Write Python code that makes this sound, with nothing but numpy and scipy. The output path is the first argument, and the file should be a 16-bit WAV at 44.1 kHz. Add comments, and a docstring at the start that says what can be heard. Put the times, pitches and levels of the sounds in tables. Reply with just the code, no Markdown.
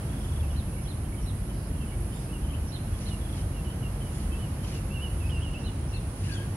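"""Distant traffic rumbles under a wash of road and foliage while cicadas buzz high up in a wooded park.
Two cicadas click their tymbals to ring their bodies; a chorus behind them merges into a hiss.
Birds trill, call thinly, pip, whistle slurred phrases, chirp, peep and twitter: each note is a
gliding near sine, echoed by trunks and leaves. Short fluttering swishes of noise come from the left,
the last a bird's squawk."""
import sys
import numpy as np
from scipy import signal
from scipy.fft import rfft, irfft
from scipy.io import wavfile

SR = 44100
rng = np.random.default_rng(int(sys.argv[2]) if len(sys.argv) > 2 else 0)


def inscribe(sig):
    """Save sig as 16-bit PCM at rate SR to the path in sys.argv[1].

    A 1-D sig is mono; a 2-D sig holds one channel per row.
    Samples are clipped to [-1, 1] before scaling.
    """
    pcm = np.round(np.clip(np.atleast_2d(sig).T, -1, 1) * 32767)
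    wavfile.write(sys.argv[1], SR, pcm.astype(np.int16))


N = 289296
TIME_S = np.arange(N) / SR

# Diffuse background. Each row: frequency in Hz, left-right correlation.
DIFFUSE_CORRELATION = [(40, .9995), (85, .998), (170, .992), (350, .95), (700, .55), (1400, .14),
                       (3000, -.05), (5500, -.25), (9000, -.05), (15000, 0)]
# Its balance. Each row: frequency in Hz, left over right in dB.
DIFFUSE_BALANCE = [(60, 0), (180, -.3), (350, -2.3), (700, -4.4), (1400, -2.4), (3000, -1.8), (6000, -1),
                   (14000, 0)]
# Noise spectra of traffic, far wash and swishes. Each row: frequency in Hz, relative density in dB.
RUMBLE_SPECTRUM = [(18, -44), (24, -17), (33, -18), (39, 0), (50, -0.5), (80, -3), (110, -3), (150, -4.5),
                   (180, -9.5), (240, -13.5), (340, -17), (390, -24.5), (450, -31.5)]
WASH_SPECTRUM = [(250, -16.5), (450, 2.5), (700, -1), (1000, -4), (1500, -7.5), (2200, -11.5), (2900, -12),
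                 (3600, -17.5), (4600, -17.5), (5600, -18), (7500, -20.5), (12500, -27.5), (15500, -29.5)]
SWISH_SPECTRUM = [(1000, -5), (2200, 8.5), (3800, 5), (5600, 6), (7000, 2), (10000, -13), (15000, -27)]
# Engines. Each row: frequency in Hz, width in Hz, level in dB.
ENGINE_DRONES = [(51.1, 0.86, -41.5), (73.16, 1.85, -38), (94.85, 2.6, -39.5), (202.7, 5, -50),
                 (350.2, 5.7, -57.5)]
# Far wash. Each row: time in seconds, relative level in dB.
WASH_ENVELOPE = [(0.05, -49.5), (0.99, -52), (4.68, -50), (6.12, -51), (6.38, -52.5), (6.4, -50)]
# Cicada body resonances. Each row: frequency in Hz, relative gain in dB.
STEADY_SPECTRUM = [(9900, -33), (10400, -1), (10800, -22), (11000, 1.5), (11180, 1.5), (11340, -6),
                   (11500, -1.5), (11800, -23), (12200, -38)]
SWELLING_SPECTRUM = [(7500, -23), (8100, -9), (8550, -12), (8800, -5), (9000, 2.5), (9300, -9.5),
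                     (9900, -4), (10600, -30)]
CHORUS_SPECTRUM = [(8600, -27.5), (9300, -13), (9600, -6.5), (9800, -2), (10100, -9), (10500, -13),
                   (11300, -24.5), (12000, -37)]
# Swelling cicada. Each row: peak time in seconds, level in dB.
CICADA_SWELLS = [(.37, -57), (1.39, -56.5), (2.39, -56), (3.43, -57), (4.43, -57.5), (5.41, -58.5),
                 (6.41, -58.5)]
# Cicada chorus. Each entry: peak time of a surge in seconds.
SURGE_PEAKS_S = [.8, 1.97, 3.12, 4.15, 5.15, 6.2]
# Trills. Each row: start in seconds, number of ticks.
TRILL_RUNS = [(.089, 9), (3.21, 4)]
# Thin calls. Each row: start in seconds, length in seconds, pitch in Hz, level in dB, waver as a share.
THIN_NOTES = [(.18, .11, 5180, -68, .06), (.22, .07, 7080, -66, .012), (1.217, .04, 5490, -60, .025),
              (1.498, .21, 4840, -64, .1), (2.1, 0.2, 5000, -65, 0.072), (2.127, .07, 3630, -60.5, .025),
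              (2.144, .055, 7270, -62, .012), (4.117, .08, 7050, -61, 0.037), (5.24, .13, 5100, -64, .06),
              (6.335, .04, 6760, -63, .008)]
# Swishes. Each row: peak time in seconds, Gaussian sigma in seconds, level in dB.
NOISY_SWISHES = [(.25, .08, -65), (1.58, 0.064, -76), (2.22, 0.036, -59), (3.066, 0.086, -53.5),
                 (3.37, 0.042, -52.5), (4.19, 0.066, -56), (4.723, 0.055, -48), (6.294, 0.079, -49)]
# Singer's falling notes. Each row: start in seconds, length in seconds, middle pitch in Hz,
# bow as a share of pitch, relative level in dB.
FALLING_NOTES = [(0.424, 0.036, 2630, .025, -53.5), (.49, 0.055, 2880, .01, -56),
                 (1.794, 0.056, 2710, 0.017, -53.5), (1.868, 0.056, 2910, 0.008, -58),
                 (2.324, 0.053, 2826, 0.029, -49), (3.104, 0.054, 2850, 0.022, -48.5),
                 (3.533, 0.086, 2790, 0.015, -54.5), (3.642, 0.052, 2950, .01, -54),
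                 (3.822, .056, 2805, 0.023, -49), (4.04, .06, 2920, 0, -58.5),
                 (4.419, 0.04, 2930, -0.0018, -50), (4.719, 0.08, 2810, 0, -52),
                 (4.935, 0.059, 2774, .01, -43.5), (5.019, 0.0595, 2940, -0.026, -41.5),
                 (5.2, 0.038, 2640, .01, -52.5), (5.307, .1, 2790, 0.018, -45),
                 (5.435, .069, 2840, 0.026, -46), (5.65, 0.069, 2920, .025, -50.5)]
# Singer's rising notes, then the twitters. Each row: start in seconds, length in seconds,
# middle pitch in Hz, rise either side as a share of pitch, relative level in dB.
RISING_NOTES = [(2.288, .03, 2650, .04, -56), (4.302, 0.074, 2640, 0.036, -52),
                (4.385, .03, 2985, .015, -53), (4.9, 0.043, 2720, .04, -50), (4.994, 0.029, 2830, .05, -46),
                (5.236, 0.041, 2560, 0.021, -46), (5.29, 0.021, 3010, 0.13, -46.5),
                (5.405, 0.0364, 3000, .09, -46.5), (5.511, .04, 2876, 0.035, -50),
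                (5.541, 0.049, 2740, 0.049, -45.5), (5.6, .06, 2730, .02, -53)]
TWITTER_NOTES = [(2.486, .035, 3050, 0.0034, -52), (2.53, 0.026, 2830, 0.1, -50),
                 (5.919, 0.064, 2757, -0.0091, -51.5), (6.234, 0.044, 2830, .07, -52.5),
                 (6.274, 0.0893, 1630, -.07, -50), (6.294, 0.015, 2640, .05, -45.5),
                 (6.319, 0.022, 4560, 0, -46), (6.333, 0.054, 3300, -0.044, -47.5),
                 (6.345, 0.113, 1630, .04, -53.5), (6.383, 0.041, 3130, 0, -56)]
# Chirps. Each row: start in seconds, top pitch in Hz, level in dB.
ARCHED_CHIRPS = [(0.559, 4230, -53), (0.873, 4220, -52.5), (1.259, 4150, -53), (2.719, 4230, -47.5),
                 (3.055, 4280, -50.5), (5.638, 4180, -51), (5.931, 4320, -51)]
# One chirp. Each row: share of length, share of top pitch, gain in dB.
CHIRP_CONTOUR = [(0, .87, -6), (.2, .97, -1), (.4, 1, 1), (.6, .96, 2), (.8, .86, -2), (1, .76, -7)]
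# Peeps. Each entry: start in seconds.
PEEP_STARTS_S = [.762, 1.122, 1.917]


def from_db(db):
    return 10 ** (np.asarray(db) / 20)


def unit_rms(x):
    return x / np.sqrt(np.mean(x ** 2) + 1e-20)


def per_bin(points):
    """Interpolate onto the FFT bins over log frequency."""
    hz, value = np.transpose(points)
    return np.interp(np.log(np.maximum(np.fft.rfftfreq(N, 1 / SR), 1)), np.log(hz), value)


def colour(x, spectrum):
    """Filter by a spectrum, 40 dB down an octave past each end; rms 1."""
    low, high = spectrum[0], spectrum[-1]
    closed = [(low[0] / 2, low[1] - 40), *spectrum, (high[0] * 2, high[1] - 40)]
    return unit_rms(irfft(rfft(x) * from_db(per_bin(closed)), N))


def pan(left_db):
    return from_db(np.array([[left_db], [-left_db]]) / 2)


def arrive(x, left_lead_s):
    """Sound reaches the nearer microphone first."""
    phase_rad = np.pi * np.outer([1, -1], np.fft.rfftfreq(N, 1 / SR)) * left_lead_s
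    return irfft(rfft(x) * np.exp(1j * phase_rad), N)


def drift(corner_hz, hop=32):
    """Low-passed noise, rms 1."""
    size = N // hop + 2
    hz = np.fft.rfftfreq(size, hop / SR)
    slow = unit_rms(irfft(rfft(rng.standard_normal(size)) / (1 + (hz / corner_hz) ** 2), size))
    return np.interp(np.arange(N) / hop, np.arange(size), slow)


def add(out, start_s, sound):
    i = max(round(start_s * SR), 0)
    out[:, i:i + sound.shape[-1]] += sound[..., :N - i]


def diffuse(spectrum):
    """Noise from all round: alike at both microphones in the bass, unrelated in the treble."""
    mid, side = rfft(rng.standard_normal((2, N)))
    correlation = np.clip(per_bin(DIFFUSE_CORRELATION), -1, 1)
    signs = np.array([[1], [-1]])
    pair = np.sqrt(1 + correlation) * mid + np.sqrt(1 - correlation) * side * signs
    balance = from_db(signs * per_bin(DIFFUSE_BALANCE) / 2)
    return colour(irfft(pair * balance, N), spectrum)


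def traffic(rumble_db=-32.4):
    """Deep rumble with unsteady engine drones."""
    out = from_db(rumble_db) * diffuse(RUMBLE_SPECTRUM)
    for hz, width_hz, level_db in ENGINE_DRONES:
        phase_rad = 2 * np.pi * hz * TIME_S
        drone = drift(width_hz) * np.cos(phase_rad) + drift(width_hz) * np.sin(phase_rad)
        out += from_db(level_db) * unit_rms(drone)
    return out


def far_wash(gain_db=4.5):
    """Broad noise of far road and foliage."""
    level_db = np.interp(TIME_S, *np.transpose(WASH_ENVELOPE)) + gain_db
    return from_db(level_db) * diffuse(WASH_SPECTRUM)


def tymbal_buzz(body, pulse_hz, jitter_s, smear_db, left_db):
    """Each tymbal buckling clicks, slightly off the beat, and rings the body; foliage smears part."""
    beats_s = np.arange(0, N / SR, 1 / pulse_hz)
    clicks_s = beats_s + jitter_s * rng.standard_normal(len(beats_s))
    clicks = np.bincount(np.clip(clicks_s * SR, 0, N - 1).astype(int), minlength=N).astype(float)
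    direct = unit_rms(arrive(clicks, left_lead_s=-94e-6))
    smear = from_db(smear_db) * rng.standard_normal((2, N))
    return pan(left_db) * colour(direct + smear, body)


def steady_cicada(hold_db=-59.5, rest_db=-80, resume_db=-67.5, recovery_db_per_s=8):
    """Even buzz on the right: holds, rests once, resumes softly and recovers."""
    stop_s, resume_s, switch_s = 5.295, 5.87, .04
    level_db = np.interp(TIME_S, [stop_s, stop_s + switch_s, resume_s, resume_s + switch_s],
                         [hold_db, rest_db, rest_db, resume_db])
    level_db += recovery_db_per_s * np.maximum(TIME_S - resume_s, 0)
    buzz = tymbal_buzz(STEADY_SPECTRUM, pulse_hz=144.1, jitter_s=20e-6, smear_db=-5, left_db=-13)
    return from_db(level_db) * buzz


def swelling_cicada(climb_db_per_s=9, fall_db_per_s=130):
    """Buzz on the right that climbs and breaks off about once a second."""
    swells_db = [db - np.maximum(climb_db_per_s * (s - TIME_S), fall_db_per_s * (TIME_S - s))
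                 for s, db in CICADA_SWELLS]
    buzz = tymbal_buzz(SWELLING_SPECTRUM, pulse_hz=95.3, jitter_s=200e-6, smear_db=4, left_db=-7)
    return from_db(np.max(swells_db, axis=0)) * buzz


def cicada_chorus(base_db=-54, surge_db=2.5, sigma_s=.13):
    """Far clicks merge into a gently surging hiss."""
    surges = sum(np.exp(-.5 * ((TIME_S - s) / sigma_s) ** 2) for s in SURGE_PEAKS_S)
    hiss = pan(left_db=-6.2) * colour(rng.standard_normal((2, N)), CHORUS_SPECTRUM)
    return from_db(base_db + surge_db * surges) * hiss


def whistle(track_hz, waver, fade):
    """Near sine. Waver, a share of pitch, makes it rasp; fade is the tapered share of its length."""
    wobble = np.interp(np.arange(len(track_hz)) / SR, np.arange(128) / 500, rng.standard_normal(128))
    phase_rad = 2 * np.pi * np.cumsum(track_hz * (1 + waver * wobble)) / SR
    return signal.windows.tukey(len(track_hz), np.clip(fade, .1, 1)) * np.sin(phase_rad)


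def slur(length_s, middle_hz, rise, bow, waver, fade):
    """Parabolic glide. Rise tilts it and bow lifts both ends, each as a share of the middle pitch."""
    anchors_hz = middle_hz * np.array([1 - rise + bow, 1, 1 + rise + bow])
    parabola = np.polyfit([0, .5, 1], anchors_hz, 2)
    return whistle(np.polyval(parabola, np.linspace(0, 1, int(length_s * SR))), waver, fade)


def perch(notes, left_db):
    """Place notes at one bearing. Each note: start in seconds, level in dB, sound."""
    out = np.zeros((2, N))
    for start_s, level_db, sound in notes:
        add(out, start_s, from_db(level_db) * pan(left_db) * sound)
    return out


def far_chatter(max_db=-61.5, spread_db=10, count=110, low_hz=2600, high_hz=3400):
    """Birds deep in the trees: faint slurs at random times, pitches and bearings."""
    out = np.zeros((2, N))
    for when, height, slope, loudness, side in rng.random((count, 5)):
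        hz = low_hz * (high_hz / low_hz) ** height
        note = slur(.035, hz, rise=.183 * (.4 - slope), bow=0, waver=.011, fade=.55)
        level_db = max_db - spread_db * (1 - loudness)
        add(out, when * N / SR, from_db(level_db) * pan(left_db=16 * (side - .5)) * note)
    return out


def trilling_bird(hz=3370, period_s=.0383, last_db=-53, growth_db_per_s=16):
    """Runs of falling ticks that grow louder, on the left."""
    ticks = [(s + k * period_s, last_db - growth_db_per_s * period_s * (count - 1 - k),
              slur(.0214, hz, rise=-.059, bow=0, waver=.005, fade=.21))
             for s, count in TRILL_RUNS for k in range(count)]
    return arrive(perch(ticks, left_db=10), left_lead_s=120e-6)


def thin_callers():
    """Far, high, husky notes that creep upwards."""
    notes = [(s, db, slur(length_s, hz, rise=.02, bow=-.0096, waver=waver, fade=.38))
             for s, length_s, hz, db, waver in THIN_NOTES]
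    return perch(notes, left_db=-6)


def pipping_bird(hz=3130, first_s=.231, period_s=.3144, count=15, base_db=-54, growth_db_per_s=1.04):
    """One small drooping arch, repeated evenly and slowly louder, on the left."""
    pips = [(s, base_db + growth_db_per_s * s,
             slur(.031, hz, rise=-.015, bow=-.052, waver=.002, fade=.37))
            for s in first_s + period_s * np.arange(count)]
    return arrive(perch(pips, left_db=2), left_lead_s=92e-6)


def swishes(flutter_db=2, flutter_hz=60, diffuse_db=1):
    """Short fluttering swishes of noise from the left, part diffuse; the last is a bird's squawk."""
    swell = sum(from_db(db) * np.exp(-.5 * ((TIME_S - s) / sigma_s) ** 2)
                for s, sigma_s, db in NOISY_SWISHES)
    direct = arrive(colour(rng.standard_normal(N), SWISH_SPECTRUM), left_lead_s=100e-6)
    around = from_db(diffuse_db) * diffuse(SWISH_SPECTRUM)
    swish = unit_rms(pan(left_db=1) * (direct + around))
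    return swell * from_db(flutter_db * drift(flutter_hz)) * swish


def singing_bird(gain_db=.5, waver_per_rise=.31):
    """Clean falling whistles and rising notes that rasp more the further they rise, on the right."""
    falls = [(s, db, slur(length_s, hz, rise=-.0453, bow=bow, waver=.006, fade=.36))
             for s, length_s, hz, bow, db in FALLING_NOTES]
    rises = [(s, db, slur(length_s, hz, rise, bow=0, waver=waver_per_rise * rise, fade=.23))
             for s, length_s, hz, rise, db in RISING_NOTES]
    return from_db(gain_db) * arrive(perch(falls + rises, left_db=-5), left_lead_s=-34e-6)


def chirping_bird(length_s=.052, left_db=-12.5, lead_s=.061, lead_hz=5650, lead_gain_db=-6.5):
    """Husky high lead-in, then a quick rise and steep fall, on the right."""
    leads = [(s - lead_s, db + lead_gain_db, slur(.065, lead_hz, rise=0, bow=-.049, waver=.059, fade=.69))
             for s, _, db in ARCHED_CHIRPS]
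    progress = np.linspace(0, 1, int(length_s * SR))
    share, pitch, gain_db = np.transpose(CHIRP_CONTOUR)
    bend = np.interp(progress, share, pitch)
    swell = from_db(np.interp(progress, share, gain_db))
    arches = [(s, db, swell * whistle(top_hz * bend, waver=.019, fade=.1))
              for s, top_hz, db in ARCHED_CHIRPS]
    return arrive(perch(leads, left_db / 2) + perch(arches, left_db), left_lead_s=-87e-6)


def peeping_bird(hz=2270, level_db=-52):
    """Single short low peeps, on the right."""
    peeps = [(s, level_db, slur(.025, hz, rise=0, bow=-.025, waver=.004, fade=.37))
             for s in PEEP_STARTS_S]
    return perch(peeps, left_db=-9)


def twittering_birds():
    """Scattered raspy notes on the left that crowd into one squeaky outburst."""
    notes = [(s, db, slur(length_s, hz, rise, bow=-.011, waver=.035, fade=.24))
             for s, length_s, hz, rise, db in TWITTER_NOTES]
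    return arrive(perch(notes, left_db=9), left_lead_s=110e-6)


def tree_echoes(x, t60_s):
    """Trunks and leaves return many faint dying echoes, different at each microphone."""
    delay_s = np.arange(SR) / SR
    response = rng.standard_normal((2, SR)) * (rng.random((2, SR)) < .03) * (delay_s > .002)
    response *= from_db(-60 * delay_s / t60_s)
    response /= np.sqrt(np.sum(response ** 2, axis=1, keepdims=True))
    crossfed = 1.25 * x + .56 * x[::-1]
    return signal.fftconvolve(crossfed, response, axes=1)[:, :N]


def scene(branches_t60_s=.09, branches_db=-9, woods_t60_s=.64, woods_db=-11.5):
    """Birds and their echoes over cicadas, traffic and foliage."""
    near = singing_bird() + pipping_bird() + peeping_bird() + trilling_bird()
    far = chirping_bird() + thin_callers() + twittering_birds()
    send = near + from_db(3.5) * far   # distant birds arrive more by echo
    echoes = from_db(branches_db) * tree_echoes(send, branches_t60_s)
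    echoes += from_db(woods_db) * tree_echoes(send, woods_t60_s)
    hidden = tree_echoes(far_chatter(), branches_t60_s)   # the furthest only by echo
    wash = far_wash()
    cicadas = steady_cicada() + swelling_cicada() + cicada_chorus()
    return near + far + echoes + hidden + wash + cicadas + traffic() + swishes()


def record(dry):
    """Steep low-pass."""
    cutoff_hz = 15750
    return signal.sosfilt(signal.ellip(12, .1, 80, cutoff_hz, fs=SR, output="sos"), dry)


dry = scene()
out = record(dry)
inscribe(out)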